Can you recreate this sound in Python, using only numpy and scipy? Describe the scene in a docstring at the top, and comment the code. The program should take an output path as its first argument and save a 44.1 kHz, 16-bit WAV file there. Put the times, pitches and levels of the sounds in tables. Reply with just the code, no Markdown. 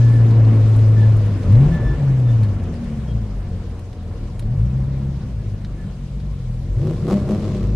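"""A four-cylinder engine booms in the cabin of a stripped competition car that slows down, blips a
downshift and rolls up behind another car. The cabin passes the low engine orders as near sines; road
rumble rings the panels and a body mode, under hiss and a faint hum. Brake pads lock into squeaks, trim
and grit tick, and a faint whine comes as the car creeps. At the end the six-cylinder car ahead revs in
three bursts and pulls away, its uneven firings ringing the exhaust."""
import sys
import numpy as np
from scipy import signal
from scipy.io import wavfile
from scipy.ndimage import uniform_filter1d

SR = 44100
rng = np.random.default_rng(int(sys.argv[2]) if len(sys.argv) > 2 else 0)


def dump_mix(stems):
    """Bounce the given channels to the path in sys.argv[1] as a 16-bit WAV at rate SR."""
    frames = np.atleast_2d(stems).T  # one column per channel
    limited = np.clip(frames, -1, 1)  # hard clip at full scale
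    pcm = np.round(limited * 32767).astype(np.int16)
    wavfile.write(sys.argv[1], SR, pcm)


N = 341775
TIME_S = np.arange(N) / SR
LEFT_RIGHT = np.array([[1], [-1]])


def from_db(db):
    return 10 ** (np.asarray(db) / 20)


def unit_rms(x):
    return x / np.sqrt(np.mean(x ** 2) + 1e-20)


def in_time(rows):
    times_s, *columns = np.transpose(rows)
    return [np.interp(TIME_S, times_s, column) for column in columns]


def at_hz(rows, hz):
    points_hz, values = np.transpose(rows)
    return np.interp(np.log(hz), np.log(points_hz), values)


def drift(rate_hz):
    """Slow random wander, rms 1: noise through two one-pole low-passes."""
    r = np.exp(-80 * np.pi * rate_hz / SR)
    slow = signal.lfilter([1], [1, -2 * r, r * r], rng.standard_normal(N // 40 + 2002))[2000:]
    return np.interp(np.arange(N) / 40, np.arange(len(slow)), unit_rms(slow))


def waver():
    """Gain that swells and sinks by a few dB."""
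    return from_db(2 * drift(8))


def band(x, low_hz, high_hz):
    return signal.sosfilt(signal.butter(2, [low_hz, high_hz], "band", fs=SR, output="sos"), x)


def resonance(x, hz, width_hz):
    """Two-pole peak, unity gain on top."""
    r = np.exp(-np.pi * width_hz / SR)
    feedback = [1, -2 * r * np.cos(2 * np.pi * hz / SR), r * r]
    return signal.lfilter(np.array([1, 0, -1]) * (1 - r * r) / 2, feedback, x)


# Own engine: t/s, firing rate/Hz, load/dB
ENGINE = [(0, 117.6, 2.5), (.6, 109, 0.5), (1.1, 109, 1.5), (1.34, 101, -2.5), (1.415, 98, -11),
          (1.48, 88, 3.5), (1.54, 108, 5), (1.614, 137, 3.5), (1.674, 150, 7.5), (1.688, 155, -9),
          (1.702, 163, 0.5), (1.755, 165, 3.5), (1.795, 123, -18), (1.825, 112, -2.5), (1.885, 127, -14),
          (1.92, 141, -3), (1.955, 141, -17), (1.98, 145, -4.5), (2.09, 134, -1), (2.37, 113, 0),
          (2.6, 91, -7.5), (2.95, 69.6, -4), (3.18, 55.3, -4), (3.42, 46.2, -7.5), (3.55, 44.2, -3),
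          (3.7, 44.8, -11.5), (3.85, 44.4, -13), (4.25, 39.2, -7.5), (4.38, 43, -11), (4.46, 34.2, -8),
          (4.54, 43, -5), (4.6, 54, 1), (4.72, 65, 0.5), (4.9, 67.5, -0.5), (5.14, 68.7, -1),
          (5.26, 65.4, -5.5), (5.42, 51, -7.5), (5.76, 49.2, -7.5), (6.0, 45, -4.5), (6.3, 48.7, -7.5),
          (6.5, 39.6, -5), (6.7, 46, -6), (7.0, 47.5, -6), (7.3, 40.6, -14.5), (7.37, 47, -11),
          (7.75, 53, 3.5)]
# Cabin response to engine tones: f/Hz, gain/dB
CABIN = [(35, -15), (46, -28.5), (57, -18), (68, -28), (85, -22), (97, -15.5), (111, -11.5), (124, -14),
         (137, -13), (155, -20.5), (182, -17), (204, -19), (240, -27), (275, -35), (330, -33.5), (460, -44),
         (570, -31.5)]
# Firing harmonics 2-6: level/dB
OVERTONES_DB = [-13, -19.5, -20.5, -23, -24]
# Harmonic offsets: t/s, 2nd/dB, 3rd/dB
OVERTONE_OFFSETS = [(0, -1.5, 9), (2.5, 1.5, -2), (3.1, -0.5, -1), (3.4, -2.5, 0.5), (3.55, 9.5, -14),
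                    (3.85, 7.5, -16), (4.3, 8, -5), (4.48, -5, 15), (4.56, 1.5, 7.5), (4.64, 3.5, 2),
                    (5.1, 1.5, 1), (5.2, -7, -16), (5.4, 1.5, 2.5), (5.8, -1.5, 1.5), (6.1, -12, 3.5),
                    (6.35, -1, 4), (6.5, -1, 2.5), (7.3, 6, -7), (7.75, -4, -15)]
# Orders from uneven cylinders: multiple of firing rate, level/dB re road
WEAK_ORDERS = [(.5, -16), (1.5, -21), (2.5, -7.5)]
CABIN_CUT_HZ = 222

def own_engine(road_db):
    """Engine orders boom through the cabin as near sines; slow firings are sharper and less even."""
    firing_hz, load_db = in_time(ENGINE)
    phase = 2 * np.pi * np.cumsum(firing_hz * (1 + 0.0039 * drift(18.66))) / SR
    octaves_down = np.maximum(np.log2(110 / firing_hz), 0)
    load_db = load_db + 1.2 * octaves_down * drift(20)
    out = from_db(load_db + at_hz(CABIN, firing_hz) + 0.63 * drift(25)) * np.sin(phase)
    offset_db = dict(zip([2, 3], in_time(OVERTONE_OFFSETS)))
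    for multiple, level_db in enumerate(OVERTONES_DB, start=2):
        overtone_db = level_db + 3.5 * octaves_down + offset_db.get(multiple, 0)
        gain = from_db(load_db + overtone_db + at_hz(CABIN, multiple * firing_hz)) * waver()
        slip_rad = .18 * drift(13)
        out += gain * np.sin(multiple * phase + 1 + slip_rad)
    for multiple, level_db in WEAK_ORDERS:
        passed = 1 / (1 + (multiple * firing_hz / CABIN_CUT_HZ) ** 6)
        gain = passed * from_db(road_db + level_db) * waver()
        out += gain * np.sin(multiple * phase + rng.uniform(0, 2 * np.pi))
    return np.sqrt(2) * out


# Hum, falling with road speed: t/s, f/Hz, level/dB
HUM = [(0, 272.2, -33.5), (1.5, 257.8, -52), (2.1, 284, -40), (2.5, 266.5, -43), (2.8, 235, -32.5),
       (3.25, 198.1, -33.5), (3.45, 184, -75)]
# Whine while creeping: t/s, f/Hz, level/dB
WHINE = [(3.6, 716, -58), (3.9, 731, -57.5), (4.5, 739.5, -62), (4.8, 741.6, -72)]

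def faint_tone(curve, pitch_spread):
    """Hum or whine: one sine, unsteady in level and pitch."""
    hz, level_db = in_time(curve)
    gain = np.sqrt(2) * from_db(level_db + 2.9 * drift(6.1))
    return gain * np.sin(2 * np.pi * np.cumsum(hz * (1 + pitch_spread * drift(10))) / SR)


# Stereo width of the noise: f/Hz, left-right correlation
CORRELATION = [(60, 0.99), (180, 0.98), (530, 0.94), (1550, 0.62), (4590, 0.033), (13600, 0.051)]
# Stereo balance of the noise: f/Hz, left minus right/dB
BALANCE = [(60, 1.5), (230, 0.5), (900, 0.5), (3500, 1), (13600, -2.5)]
BASS_BELOW_HZ = 190

def shaped_noise(spectrum, flicker_db, bass_db=0):
    """Stereo noise in flickering third-octave bands, rms near 1."""
    bottom_hz, top_hz = spectrum[0][0], spectrum[-1][0]
    edges_hz = np.geomspace(bottom_hz, top_hz, int(3 * np.log2(top_hz / bottom_hz)))
    common_flicker = .5 * drift(2.7)
    white = rng.standard_normal((2, 2, N))
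    out = 0
    for k, (low_hz, high_hz) in enumerate(zip(edges_hz, edges_hz[1:])):
        mid, side = band(white[k % 2], low_hz, high_hz)
        hz = np.sqrt(low_hz * high_hz)
        alike = np.clip(at_hz(CORRELATION, hz), 0, 1)
        level_db = at_hz(spectrum, hz) + bass_db * (hz < BASS_BELOW_HZ)
        level_db = level_db + flicker_db * (common_flicker + drift(17))
        gain = from_db(level_db + at_hz(BALANCE, hz) / 2 * LEFT_RIGHT)
        out = out + gain * (np.sqrt(1 + alike) * mid + np.sqrt(1 - alike) * side * LEFT_RIGHT)
    return out / np.sqrt(np.mean((out / from_db(bass_db / 2)) ** 2))


# Rolling noise: t/s, rumble/dB, hiss/dB, rumble bass offset/dB
ROLLING = [(0, -21.5, -45, -4.5), (.4, -21, -51.5, -7.5), (.62, -22, -48, -4.5), (1.5, -22, -50, -1.5),
           (1.6, -20, -50, 1), (1.95, -22, -50.5, -3), (3.19, -27.5, -55, -0.5), (3.91, -33, -54, -3.5),
           (4.7, -31, -55, 5), (5.5, -32, -55, 2.5), (6.6, -37, -55.5, 1), (7.2, -28.5, -50.5, 1.5),
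           (7.75, -34.5, -61, -0.5)]
# Rumble and hiss spectra: f/Hz, relative density/dB
RUMBLE_SPECTRUM = [(22, 6), (40, 14), (75, 11), (110, 14.5), (200, 3.5), (290, -5), (350, -5.5), (600, -11),
                   (800, -18), (1200, -20.5), (1800, -22.5), (3000, -30.5)]
HISS_SPECTRUM = [(700, 1.5), (1100, -2.5), (2000, 0), (4000, 0), (7000, -6), (10000, -13), (11500, -30.5),
                 (14500, -39.5)]
# Panel modes: f/Hz, width/Hz, gain/dB
PANEL_MODES = [(216, 22, -2), (273, 29, -2.5), (342.6, 30, -2), (466, 40, 0.5), (570, 51, -0.5),
               (756, 27, -1.5), (993, 226, -3)]
# Panel ringing: t/s, gain/dB
PANEL_RING = [(0, -5), (.4, 3.5), (1.3, -0.5), (3.3, -3), (4.1, 4), (4.9, 3), (5.6, 0.5), (7.75, 12)]

def road_noise(road_db, hiss_db, bass_db):
    """Rolling makes rumble and hiss; the rumble rings the panels."""
    rumble = from_db(road_db) * shaped_noise(RUMBLE_SPECTRUM, flicker_db=1.74, bass_db=bass_db)
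    ring_db, = in_time(PANEL_RING)
    panels = sum(from_db(db) * resonance(rumble, hz, width_hz) for hz, width_hz, db in PANEL_MODES)
    hiss = from_db(hiss_db) * shaped_noise(HISS_SPECTRUM, flicker_db=1.68)
    return rumble + from_db(ring_db) * panels + hiss


# Bumps: t/s, half length/s, f/Hz, level/dB
BUMPS = [(1.481, 0.036, 47.53, -24), (1.892, 0.07, 51, -17.5), (3.395, 0.055, 45.57, -22.5),
         (3.717, 0.039, 51.94, -26), (4.629, 0.06, 54.08, -31), (4.808, 0.036, 48.56, -27),
         (6.239, 0.14, 54.1, -25), (6.732, 0.05, 48.12, -20.5)]

def body_boom(road_db, mode_hz=50, width_hz=17, re_road_db=-18):
    """The road shakes a body mode; each bump makes it swell and fade."""
    bumps = np.zeros(N)
    for peak_s, half_s, hz, db in BUMPS:
        swell = from_db(db) * np.exp(-((TIME_S - peak_s) / half_s) ** 2)
        bumps += swell * np.sin(2 * np.pi * (hz * TIME_S + rng.random()))
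    shake = resonance(resonance(rng.standard_normal(N), mode_hz, width_hz), mode_hz, width_hz)
    return np.sqrt(2) * bumps + from_db(road_db + re_road_db) * unit_rms(shake)


# Squeaks: t/s, length/s, f/Hz, level/dB, 2nd/dB re 1st, 3rd/dB re 1st, wobble/Hz
SQUEAKS = [(-.03, 0.29, 1735, -47, -23, -31, 15), (0.942, 0.15, 1750, -45, -19, -28, 32),
           (1.706, 0.12, 1740, -38.5, -24.5, -38, 3.8), (1.809, 0.16, 1748, -38.5, -19.5, -24, 4.1),
           (2.225, .13, 1784, -54, -3, -18, 12), (3.069, 0.073, 3250, -52, -24, -28, 3.47),
           (5.757, 0.11, 1728, -54, -23, -27, 5.04)]

def brakes():
    """Pad and disc lock briefly into a mode: an unsteady tone with two overtones."""
    out = np.zeros(N)
    for start_s, length_s, hz, db, second_db, third_db, wobble_hz in SQUEAKS:
        swell = np.sin(np.pi * np.clip((TIME_S - start_s) / length_s, 0, 1)) ** 0.85
        flutter_db = (1.2 + .12 * wobble_hz) * drift(45)
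        phase = 2 * np.pi * np.cumsum(hz + wobble_hz * drift(28)) / SR
        second = from_db(second_db + 2.5 * drift(20)) * np.sin(2 * phase)
        third = from_db(third_db) * np.sin(3 * phase)
        out += swell * from_db(db + flutter_db) * (np.sin(phase) + second + third)
    return np.sqrt(2) * out


# Trim and grit ticks: t/s, bright part/dB, low part/dB
TICKS = [(0.0965, -49, -42), (0.308, -52, -34), (0.448, -62, -37), (0.7627, -39.5, -47), (0.79, -55, -35.5),
         (1.168, -41, -48), (1.262, -44, -46), (1.4307, -55, -39), (1.5216, -43, -39), (1.5527, -53, -36),
         (1.607, -56, -43), (2.1984, -48, -41), (2.4324, -40.5, -34), (2.6365, -48, -46), (2.74, -52, -40),
         (2.8409, -48, -53), (3.7925, -44, -42), (3.929, -56, -40), (4.3936, -35.5, -31.5),
         (4.424, -50, -41), (5.6469, -60, -33.5), (6.2, -61, -44), (7.347, -58, -41), (7.401, -47, -54),
         (7.443, -54, -40)]
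# Trim modes: f/Hz, width/Hz, gain/dB
TRIM_MODES = [(1800, 350, 6), (4000, 550, 7)]

def ticks(rise_s=0.00037, t60_s=0.042, fast_until_s=2.8):
    """Trim and grit tick as noise bursts from random sides; eight faint extras while the car is fast."""
    out, t = np.zeros((2, N)), np.arange(SR // 10) / SR
    envelope = from_db(-60 * t / t60_s) * np.minimum(t / rise_s, 1)
    faint = [(fast_until_s * rng.random(), *rng.normal([-54, -45], 2.5)) for _ in range(8)]
    for start_s, bright_db, low_db in TICKS + faint:
        burst = envelope * (rng.standard_normal(len(t)) + 0.25 * rng.standard_normal((2, len(t))))
        bright, low = band(burst, 5500, 10500), band(burst, 900, 4800)
        low = low + sum(from_db(db) * resonance(low, hz * (1 + .08 * rng.uniform(-1.4, 1)), width_hz)
                        for hz, width_hz, db in TRIM_MODES)
        tick = from_db(bright_db) * bright / np.abs(bright).max()
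        tick += from_db(low_db) * low / np.abs(low).max()
        at = round(start_s * SR)
        out[:, at:at + len(t)] += from_db(rng.normal(-.5, 1) * LEFT_RIGHT) * tick
    return out


# Throttle stabs ahead: full at t/s, rise/s, hold/s, fall/s, tone lag/s,
# tone gain/dB, side-order gain/dB, bark gain/dB, rasp gain/dB
STABS = [(6.866, 0.27, 0.048, 0.039, 0.015, 17.5, 4, 15.1, 3),
         (7.086, 0.053, 0.026, 0.092, 0.047, 22.5, 12, 16.5, 9.5),
         (7.293, 0.026, 0.034, 0.067, 0.0086, 18.5, 5, 11.2, 5.3),
         (7.404, 0.087, 0.17, 0.21, 0.052, 8, 6, 4.1, 7.3)]
# Delay after a stab: side orders/s, bark/s, rasp/s
LAGS_S = [-.03, 0, .018]
# Off-throttle levels: at idle/dB, slope/(dB per octave of revs)
COAST_TONE, COAST_SIDE, COAST_BARK, COAST_RASP = (-21.5, 4.7), (-35, 1), (-51, 14.4), (-66, 9.6)
IDLE_CYCLE_HZ = 16

def throttle_levels(cycle_hz):
    """Tone, side-order, bark and rasp levels in dB: each grows with revs and jumps with a stab."""
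    octaves_up = np.log2(cycle_hz / IDLE_CYCLE_HZ)
    levels_db = []
    for k, (idle_db, db_per_octave) in enumerate([COAST_TONE, COAST_SIDE, COAST_BARK, COAST_RASP]):
        stabs_db = []
        for full_s, rise_s, hold_s, fall_s, tone_lag_s, *gains_db in STABS:
            since_s = TIME_S - full_s - [tone_lag_s, *LAGS_S][k]
            opening = np.interp(since_s, [-rise_s, 0, hold_s, hold_s + fall_s], [0, 1, 1, 0])
            stabs_db.append(gains_db[k] * opening)
        levels_db.append(idle_db + db_per_octave * octaves_up + np.max(stabs_db, axis=0))
    return levels_db


# Orders beside the firing tone: multiple of cycle rate, relative level/dB
SIDE_ORDERS = [(5.0, 0), (7.0, -8), (9.0, -12)]

def exhaust_tones(cycle_hz, cycles, tone_db, side_db):
    """Low orders of the six-cylinder; the third firing harmonic rings as it meets a pipe mode."""
    firing_phase = 12 * np.pi * cycles
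    tone_db = tone_db + at_hz(CABIN, 6 * cycle_hz)
    tones = from_db(tone_db + 1.2 * drift(30)) * np.sin(firing_phase)
    tones += resonance(from_db(tone_db - 17) * np.sin(3 * firing_phase), hz=612, width_hz=40)
    for multiple, level_db in SIDE_ORDERS:
        passed = 1 / (1 + (multiple * cycle_hz / CABIN_CUT_HZ) ** 8)
        gain = passed * from_db(side_db + level_db) * waver()
        tones += gain * np.sin(2 * np.pi * (multiple * cycles + rng.random()))
    fourth_order_db = -29 + 12 * np.minimum(np.log2(cycle_hz / IDLE_CYCLE_HZ / 2), 0)
    tones += from_db(fourth_order_db) * waver() * np.sin(8 * np.pi * cycles)
    return np.sqrt(2) * tones


# Exhaust modes: f/Hz, width/Hz, relative level/dB
EXHAUST_MODES = [(212, 22, 3), (334.3, 11.8, 6), (372, 12.7, 5), (408, 15, -2), (466.7, 34, -0.5),
                 (548, 31.5, -4), (600.3, 22.6, -4.5), (820, 32, -22.5), (1079, 150, -25.5)]

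def exhaust_bark(pulses, bark_db):
    """Pressure pulses ring the exhaust; a louder bark is brighter."""
    ring = sum((-1) ** k * from_db(db) * resonance(pulses, hz, width_hz) / np.sqrt(width_hz)
               for k, (hz, width_hz, db) in enumerate(EXHAUST_MODES))
    ring /= np.sqrt(uniform_filter1d(ring ** 2, size=4000) + 1e-20)   # running rms 1
    bite = from_db(26 + bark_db) * band(ring, 680, 1400)
    return from_db(bark_db) * (ring + bite)


# Revs of the car ahead: t/s, engine cycle rate/Hz
AHEAD_REVS = [(6.5, 14.7), (6.68, 14.5), (6.76, 17.5), (6.8, 21.5), (6.84, 24), (6.92, 26.8), (6.97, 29),
              (7.06, 31.5), (7.145, 33.5), (7.28, 33.7), (7.36, 35.4), (7.46, 35.2), (7.6, 32.7),
              (7.75, 31)]
# Tailpipe pulses, one manifold stronger: signed relative pressure per cylinder
CYLINDERS = [.4, -.15, .15, -.15, .38, .08]
# Rasp spectrum: f/Hz, relative density/dB
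RASP_SPECTRUM = [(800, -34), (1300, -15), (2100, 4), (2800, -2.5), (3800, 0), (4900, -3), (6000, -4.5),
                 (8000, -11), (13000, -43)]

def car_ahead(fade_in_s=0.065):
    """Six uneven firings a cycle drive the exhaust and gate a rasp. Returns mono pipe, stereo rasp."""
    cycle_hz, = in_time(AHEAD_REVS)
    tone_db, side_db, bark_db, rasp_db = throttle_levels(cycle_hz)
    cycles = np.cumsum(cycle_hz * (1 + 0.0055 * drift(12))) / SR
    tones = exhaust_tones(cycle_hz, cycles, tone_db, side_db)
    firing = (6 * cycles).astype(int)
    pressure = np.array(CYLINDERS)[firing % 6] + .09 * rng.standard_normal(N)[firing]
    puff = np.exp(-3 * (6 * cycles % 1))
    gas = puff * rng.standard_normal(N)
    pulses = pressure * (np.diff(firing, prepend=0) > 0) + .01 * gas
    gate = uniform_filter1d(np.abs(pressure) * puff, size=30)
    rasp = from_db(rasp_db) * unit_rms((0.25 + gate) * shaped_noise(RASP_SPECTRUM, flicker_db=.5))
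    in_earshot = np.clip((TIME_S - AHEAD_REVS[0][0]) / fade_in_s, 0, 1)
    return in_earshot * (tones + exhaust_bark(pulses, bark_db)), in_earshot * rasp


def scene():
    """Cabin mix; boom and brakes sit slightly left."""
    road_db, hiss_db, bass_db = in_time(ROLLING)
    pipe, rasp = car_ahead()
    engine = own_engine(road_db)
    hum = faint_tone(HUM, pitch_spread=0.01015)
    whine = faint_tone(WHINE, pitch_spread=.004)
    boom = (engine + hum + whine + body_boom(road_db) + pipe) * from_db(.6 * LEFT_RIGHT)
    road = road_noise(road_db, hiss_db, bass_db)
    return boom + road + brakes() * from_db(.4 * LEFT_RIGHT) + ticks() + rasp


MIC_NOISE_DB, CUTOFF_HZ = -73, 14700

def record(dry):
    """Thin, steady microphone hiss, then a steep treble cut."""
    hiss = from_db(MIC_NOISE_DB) * unit_rms(band(rng.standard_normal(dry.shape), 4500, 14000))
    return signal.sosfilt(signal.cheby2(12, 70, CUTOFF_HZ, fs=SR, output="sos"), dry + hiss)


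dry = scene()
out = record(dry)
dump_mix(out)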